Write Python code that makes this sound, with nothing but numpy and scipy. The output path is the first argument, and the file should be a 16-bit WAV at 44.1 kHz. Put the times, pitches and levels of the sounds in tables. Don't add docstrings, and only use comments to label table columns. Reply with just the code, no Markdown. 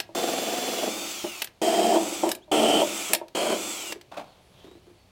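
import sys
import numpy as np
from scipy import signal
from scipy.fft import rfft, irfft, next_fast_len
from scipy.io import wavfile

SR = 44100
rng = np.random.default_rng(int(sys.argv[2]) if len(sys.argv) > 2 else 0)


def master_out(mix):
    frames = np.transpose(np.atleast_2d(mix))
    ceiling = np.clip(frames, -1, 1)
    pcm = np.round(ceiling * 32767).astype(np.int16)
    wavfile.write(sys.argv[1], SR, pcm)


N = 225351
T = np.arange(N) / SR

# start_s, through_s, throb_db, cup_db, judder_db, mesh_db, whine_db, vent_db
HOLES = [(0.148, 0.885, 2.5, -25, -8.5, -14, -10.5, -15), (1.615, 1.972, -1, -27, 2.5, -8, -14.5, -30.5),
         (2.514, 2.822, 0.5, -1.5, -0.5, -6.5, -21, -29.5), (3.348, 3.55, -0.5, -19, -4, -18, -14.5, -25.5)]
# start_s, level_db, fade_s
STEPS = [(4.115, -37.5, 0.2), (4.14, -44, 0.21), (4.168, -30, 0.14), (4.196, -41.5, 0.091),
         (4.23, -55, 0.97)]
MESH_ORDER = 12


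def amp(db):
    return 10 ** (np.asarray(db) / 20)


def unit(x):
    return x / np.sqrt(np.mean(x ** 2) + 1e-20)


def along(points, hz):
    pitches, values = np.transpose(points)
    return np.interp(np.log(hz + 1), np.log(pitches + 1), values)


def wobble(rate):
    knots = rng.standard_normal(4096)
    return np.interp(T * rate, np.arange(len(knots)), knots)


def filtered(x, response):
    size = next_fast_len(N + SR // 4)
    return irfft(rfft(x, size) * response(np.fft.rfftfreq(size, 1 / SR)), size)[:N]


def noise(spectrum):
    return unit(filtered(rng.standard_normal(N), lambda hz: amp(along(spectrum, hz))))


def resonate(x, modes, low_hz=190):
    def response(f):
        body = sum((-1) ** k * amp(db) * 1j * f * width / (hz * hz - f * f + 1j * f * width)
                   for k, (hz, width, db) in enumerate(modes))
        bass_cut = (f * f / (low_hz ** 2 - f * f + 1j * f * low_hz)) ** 2
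        return body * bass_cut
    return filtered(x, response)


def dying(start, fade_s, rise_s=0.0027):
    age = np.maximum(T - start, 0)
    return (1 - np.exp(-age / rise_s)) * amp(-60 * np.minimum(age / fade_s, 3))


def air_and_pump():
    pump = [(64.6, -67), (96.9, -65), (129.2, -76), (161.5, -85), (183.0, -67.5)]
    air = [(15, -27.5), (25, -16), (102, -7.5), (236, -15.5), (659, -16.5), (1610, -28), (2550, -24.5),
           (4030, -27), (4490, -26.5), (4870, -30.5), (10400, -38), (16000, -43)]
    hum = sum(amp(db + wobble(4.2)) * np.sin(2 * np.pi * hz * T) for hz, db in pump)
    fade_in = np.clip((T - STEPS[0][0]) / 0.55, 0, 1)
    return amp(-60 + wobble(1.75)) * noise(air) + hum * fade_in


def greenhouse(x):
    room = [(200, 0.47), (1000, 0.28), (4000, 0.16), (14000, 0.11)]
    hz, t, spectra = signal.stft(rng.standard_normal(SR // 2), SR, nperseg=256)
    tail = signal.istft(spectra * amp(-60 * t / along(room, hz)[:, None]), SR, nperseg=256)[1]
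    return signal.fftconvolve(np.pad(x, (300, 0)), tail / np.linalg.norm(tail))[:N]


def birds(blur=0.0155, octave_db=-14):
    calls = [(2.411, 0.041, 2850, 3940, -56), (4.239, .12, 4440, 4300, -64),
             (4.365, 0.23, 10400, 10200, -73), (4.56, 0.13, 2850, 3470, -67),
             (4.608, 0.19, 3470, 4100, -61.5), (4.773, .25, 10370, 10150, -78),
             (4.94, 0.13, 4530, 4370, -69)]
    out = np.zeros(N)
    for start, length, from_hz, to_hz, db in calls:
        progress = np.clip((T - start) / length, 0, 1)
        pitch = (from_hz + (to_hz - from_hz) * progress) * (1 + blur * wobble(340))
        phase = 2 * np.pi * np.cumsum(pitch) / SR
        out += amp(db) * np.sin(np.pi * progress) * (np.sin(phase) + amp(octave_db) * np.sin(2 * phase))
    return out


def worker(crunch_db=3, rustle_db=-1):
    gravel = [(41, -57), (70, -28), (275, -6.5), (441, -13), (661, 1), (1520, -14), (1820, -20),
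              (2600, -15), (2780, -20), (3730, -20.5), (5710, -29), (15000, -41.5)]
    cloth = [(880, -3.5), (1500, -15), (2550, -14), (3030, -8), (3270, -2.5), (3670, -6.5), (4860, -17),
             (9180, -28), (10400, -24), (15000, -33)]
    moves = [(4.321, 0.114, -63), (4.623, 0.084, -55.5), (4.878, 0.24, -73.5)]
    stepping = sum(amp(db) * dying(start, fade_s) for start, db, fade_s in STEPS)
    crunch = unit(noise(gravel) * amp(crunch_db * wobble(400)))
    moving = sum(amp(db + rustle_db) * np.exp(-((T - middle) / half) ** 2) for middle, half, db in moves)
    rustle = unit(noise(cloth) * amp(2.5 * wobble(70)))
    return stepping * crunch + moving * rustle


def knocks(events, modes, gain_db, rattle, rattle_s):
    blows = np.zeros(N)
    for start, db in events:
        blows[round(start * SR)] += amp(db)
        blows += amp(db) * rattle * dying(start, rattle_s) * rng.standard_normal(N)
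    peak = np.abs(resonate(signal.unit_impulse(N), modes)).max()
    return amp(gain_db) * resonate(blows, modes) / peak


def pipe_shoves(slip_s=0.038, scatter=0.2, fade_db_per_s=39):
    shoves = [(3.922, 0.07, -30), (4.644, 0.13, -33), (4.869, 0.07, -41)]
    thud = [(356, 47, 0)]
    bumps = []
    for start, length, db in shoves:
        gaps = slip_s * np.exp(scatter * rng.standard_normal(size=12))
        ages = np.cumsum(gaps) - gaps[0]
        bumps += [(start + age, db - fade_db_per_s * age) for age in ages if age < length]
    return knocks(bumps, thud, gain_db=-5.5, rattle=0.083, rattle_s=0.11)


def saw_snags():
    snags = [(0.091, -28), (0.832, -13), (1.245, -20), (1.924, -9.5), (1.959, -2), (2.235, -2.5),
             (2.254, -7.5), (2.279, -17.5), (2.48, -35.5), (2.818, -4), (3.135, -10), (3.214, -17.5),
             (3.534, -27)]
    ring = [(333, 15, 6.5), (606.4, 30.6, 9.5), (920, 84, -0.5)]
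    return knocks(snags, ring, gain_db=-8.0, rattle=0.077, rattle_s=0.082)


def lock_clacks(crack_db=-4, ring_db=-15, crack_s=0.03, ring_s=0.045, rise_s=0.00021, treble_hz=6500):
    clacks = [(0.0014, -13, -9.5), (1.4188, -15, -10.5), (1.4213, -19.5, -2.5), (1.4442, -23.5, 1.5),
              (1.4727, -30, -15), (2.2907, -20, 0), (2.3159, -13.5, -3.5), (2.3504, -28, 0.5),
              (3.1335, -7, 0), (3.1488, -11, -5), (3.2822, -38.5, -9), (3.923, -18, -10.5),
              (4.0122, -33.5, -11)]
    steel = [(1693, -5.5, 0.097), (2378, -18, 0.052), (4280, -15.5, 0.12), (4800, -24, 0.14),
             (7970, -2, 0.086), (9190, 0.5, 0.036), (8900, -18, 0.089), (12040, -11.5, 0.091),
             (11900, -9, 0.057), (12610, -18.5, 0.12), (12500, 0.5, 0.086), (14300, -9.5, 0.097),
             (14600, -5, 0.073), (15670, -14.5, 0.06)]
    crack_colour = [(530, 1), (900, -2), (1090, -9.5), (1790, -5.5), (2570, 0), (3860, -4), (4860, -3.5),
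                    (6560, -10), (7310, -1.5), (8660, -10), (9880, -2.5), (11100, -9), (14700, -7),
                    (16000, -27.5)]
    t = np.arange(SR // 4) / SR
    out = np.zeros(N + SR)
    rise = 1 - np.exp(-t / rise_s)
    grit = noise(crack_colour)
    treble = np.fft.rfftfreq(len(t), 1 / SR) > treble_hz
    for start, db, treble_db in clacks:
        at = round(start * SR)
        detune = 1 + 0.017 * rng.standard_normal()
        ring = sum(amp(level + rng.uniform(-2, 2) - 60 * t / min(fade_s, ring_s))
                   * np.sin(2 * np.pi * (hz * detune * t + rng.random())) for hz, level, fade_s in steel)
        crack = amp(crack_db - 60 * t / crack_s) * grit[at:at + len(t)]
        blow = rise * (amp(ring_db) * ring + crack)
        out[at:at + len(t)] += amp(db) * irfft(rfft(blow) * amp(treble * (treble_db + 1)), len(t))
    return signal.sosfilt(signal.butter(2, 500, "high", fs=SR, output="sos"), out[:N])


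def load(through, free_s=0.013):
    return .5 - .5 * np.tanh((T - through) / free_s)


def mesh_pitch(lowest_hz=2000.0, spin_up_hz=170.2, spin_up_s=0.07, coast_hz_per_s=3900):
    speeds = [(3528, 190, 3640, 1.095), (3186, 120, 3625, 2.135), (3112, 160, 3575, 3.007),
              (3090, 340, 3545, 3.705)]
    pitch = np.full(N, lowest_hz)
    for (start, through, *_), (loaded_hz, sag, free_hz, let_go) in zip(HOLES, speeds):
        loaded = loaded_hz - sag * (T - start)
        free = free_hz - spin_up_hz * np.exp(-np.maximum(T - through, 0) / spin_up_s)
        coast = coast_hz_per_s * np.maximum(T - let_go, 0)
        pitch = np.where(T >= start, free + load(through) * (loaded - free) - coast, pitch)
    return np.maximum(pitch, lowest_hz)


def motor_tones(shaft, orders, flutter_db=2):
    return sum(amp(db + flutter_db * wobble(45)) * np.sin(2 * np.pi * order * shaft + .4 * wobble(130))
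               for order, db in orders)


def gear_whine(shaft, speed):
    gears = [(4, -14.5), (5, -14), (12, -0.5), (15, -1.5), (16, -7), (17, -2.5), (20, -0.5), (21, -2),
             (22, -0.5), (24, -10), (25, -12.5), (26, 0), (27, -20), (30, -15), (32, -15), (35, -12.5),
             (36, -9.5), (37, -11)]
    casing = [(1200, 5), (2700, 5), (3500, 4), (6900, -1.5), (7650, 7), (8400, -16.5), (15000, 18)]
    return filtered(motor_tones(shaft, gears), lambda hz: amp(along(casing, hz))) * speed ** 2


def saw_judder(carrier_turns, wander=0.67):
    return sum(np.sin(2 * np.pi * (k * carrier_turns + rng.random()) + wander * wobble(25))
               for k in range(2, 20))


def tooth_bites(turns, count=30, set_error=0.32, scatter=0.12, wear_db=2, bite_db=3.0):
    tooth = np.floor(turns * count).astype(int)
    passes = np.flatnonzero(np.diff(tooth) > 0)
    offset, wear = rng.standard_normal((count, 2))[tooth[passes] % count].T
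    late, depth = rng.standard_normal((len(passes), 2)).T
    delay = (set_error * offset + scatter * late) * np.gradient(passes)
    at = np.clip(passes + delay, 0, N - 1).astype(int)
    return np.bincount(at, amp(wear_db * wear + bite_db * depth), N)


def torn_chips(bites, grit=0.34, chip_s=0.0011):
    chips = unit(signal.lfilter([1], [1, -np.exp(-1 / (chip_s * SR))], bites))
    return unit(1 + grit * chips)


def through_pipe(x, spectrum, spread_s=.012):
    middle_hz = spectrum[len(spectrum) // 2][0]
    lag = lambda hz: np.exp(-2j * np.pi * spread_s * np.sqrt(hz * middle_hz))
    return unit(filtered(x, lambda hz: amp(along(spectrum, hz)) * lag(hz)))


def pressure_db(start, through, bite_db, break_db, bite_s=0.17, break_s=0.023):
    first_bite = bite_db * np.exp(-np.maximum(T - start, 0) / bite_s)
    return first_bite + break_db * np.exp(-np.abs(T - through) / break_s)


def drill(gear_ratio=14.4, carrier_ratio=3.367, muffled_db=-4, settle_db_per_s=40,
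          rise_s=0.0032, brake_fade_s=0.022):
    # drum_db, bite_db, break_db, scrape_db, shake_db, spin_db
    efforts = [(-32, 6.5, 7.5, -33, -37.5, -35.5), (-19.5, -2.5, 2, -31, -30.5, -34),
               (-22, 2, -1.5, -27, -34, -31.5), (-24, -4, -2, -30.5, -35, -33.5)]
    grips = [(-20, -5), (-6, -12), (-7, -1.5), (-7.5, -3.5)]
    brakes = [1.42, 2.321, 3.148, 3.93]
    pipes = [
        [(65, -61), (110, -27), (180, -17), (246, 0), (292, -8), (337, 1), (441, -7), (483, 0.5), (522, -10),
         (730, -3), (914, -17.5), (1410, -19.5), (1600, -29), (2080, -57), (3520, -120)],
        [(65, -56), (110, -20), (176, -31), (206, 5.5), (258, -19.5), (357, 9), (422, -8.5), (467, -4),
         (571, -13), (611, 0), (691, 4), (935, -15), (1070, -20), (1600, -24.5), (2080, -48.5), (3520, -120)],
        [(65, -58), (110, -17.5), (166, -26), (211, -6), (258, -16.5), (295, -1.5), (461, -7), (499, -14.5),
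         (604, -4), (864, -10), (977, -24), (1400, -19), (1600, -47), (2080, -59), (3520, -120)],
        [(65, -59), (110, -15), (161, -27), (204, -4.5), (276, -10), (333, 0.5), (386, -3), (417, -6.5),
         (675, -1), (826, -13), (1000, -10), (1110, -19), (1600, -19), (2080, -52), (3520, -120)],
    ]
    rasps = [
        [(530, -43), (900, -6), (1420, -7), (1720, -4.5), (3150, 1), (3380, -2.5), (4010, -4.5), (6970, -5),
         (7490, -5.5), (8250, -8.5), (13000, -13), (14900, -23), (16000, -21.5)],
        [(530, -42.5), (900, -4.5), (1070, -19.5), (1530, -31.5), (1680, -11), (2660, -10.5), (3110, -7),
         (4050, -18.5), (4860, -10), (5820, -16), (8150, -10), (10000, -22.5), (16000, -24.5)],
        [(530, -21), (900, -2.5), (979, -14), (1410, -14.5), (1640, -11), (2450, -5), (3110, -1.5),
         (3860, -14.5), (4250, -11), (7060, -11.5), (8050, -5.5), (9880, -16.5), (16000, -24.5)],
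        [(530, -34.5), (900, -6.5), (1360, -8), (1770, -13.5), (2330, -2), (2830, -7.5), (3190, 2.5),
         (3770, -20.5), (4250, -6), (5480, -16.5), (7580, -8), (14700, -26.5), (16000, -27)],
    ]
    shaken_colour = [(65, -67), (110, -13), (167, -27), (205, -1.5), (236, -12.5), (332, 4.5), (441, -11.5),
                     (605, -6.5), (713, -15.5), (778, -10), (1500, -30), (1950, -27.5), (3300, -120)]
    whirr_colour = [(410, -31), (700, 0), (798, -1.5), (1040, -4.5), (1310, 1.5), (1660, -10.5), (2330, 3),
                    (3500, -0.5), (4100, -6.5), (6920, -0.5), (7490, -3.5), (12800, -11), (15000, -12.5),
                    (16000, -13)]
    brush_ring = [(7700, 390, 0)]
    vent_ring = [(15000, 600, 0)]
    cup_ring = [(3030, 230, 6.5), (3394, 170, 0.5)]
    rubs = [(0.965, -43.5, 0.35), (1.24, -26, 0.12), (2.228, -26.5, 0.55), (3.095, -33.5, 0.5)]

    pitch = mesh_pitch()
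    speed = pitch / pitch.max()
    shaft = np.cumsum(pitch * (1 + 0.0018 * wobble(90) + 0.001 * wobble(12))) / SR / MESH_ORDER
    saw_turns = shaft / gear_ratio
    tones = gear_whine(shaft, speed)
    mesh = motor_tones(shaft, [(MESH_ORDER, 0)])
    singing = 1 / (1 + ((pitch - 2760) / 310) ** 2)
    bites = tooth_bites(saw_turns)
    judder = saw_judder(shaft / carrier_ratio)
    tearing = torn_chips(bites)
    brushes = amp(3.3 * wobble(40)) * unit(resonate(rng.standard_normal(N), brush_ring))
    whirr = noise(whirr_colour)
    beating = unit(amp(1.3 * np.sin(2 * np.pi * shaft) + 0.8 * wobble(220)))
    vents = unit(resonate(rng.standard_normal(N), vent_ring))
    shaken = through_pipe(bites, shaken_colour)
    rattle_db = 1.5 * wobble(29.61)
    rubbing = sum(amp(db) * dying(start, fade_s) for start, db, fade_s in rubs)
    askew = 2 * np.cos(np.pi * (saw_turns - np.interp(.24, T, saw_turns))) ** 4 - 1
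    cup = unit(resonate(rng.standard_normal(N), cup_ring) * amp(wobble(45)))

    out = np.zeros(N)
    for hole, brake, effort, grip, pipe, rasp in zip(HOLES, brakes, efforts, grips, pipes, rasps):
        start, through, throb_db, cup_db, judder_db, mesh_db, whine_db, vent_db = hole
        drum_db, bite_db, break_db, scrape_db, shake_db, spin_db = effort
        brush_db, coast_db = grip
        cutting = load(through)
        cut, free = np.sqrt(cutting), np.sqrt(1 - cutting)
        throb = throb_db * askew
        drum = unit((through_pipe(bites, pipe) + amp(judder_db) * through_pipe(judder, pipe)) * amp(throb))
        drum *= cut * amp(drum_db + pressure_db(start, through, bite_db, break_db))
        settling = amp(shake_db + rattle_db - settle_db_per_s * np.maximum(T - through, 0))
        shake = free * (settling + rubbing) * shaken
        scrape = unit((noise(rasp) + amp(cup_db) * cup) * tearing * amp(0.38 * throb))
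        spin = beating * unit(whirr + amp(brush_db) * brushes)
        hiss = amp(-1) * (cut * scrape + free * spin) + amp(vent_db) * vents
        whine = amp(whine_db + muffled_db * cutting) * tones
        whine += (cut * amp(mesh_db) + free * amp(coast_db) * singing) * mesh
        strength = cutting * amp(scrape_db) + (1 - cutting) * amp(spin_db) * speed ** 1.68
        abrupt_start = np.clip((T - start) / rise_s, 0, 1)
        braking = amp(-60 * np.clip((T - brake) / brake_fade_s, 0, 3))
        out += abrupt_start * braking * (drum + shake + strength * (hiss + whine))
    return out


def scene():
    sounds = saw_snags() + pipe_shoves() + drill() + lock_clacks() + worker() + birds()
    return (sounds + amp(-14.5) * greenhouse(sounds) + air_and_pump())[None]


def record(dry):
    return filtered(dry[0], lambda hz: hz < 16100)[None]


dry = scene()
out = record(dry)
master_out(out)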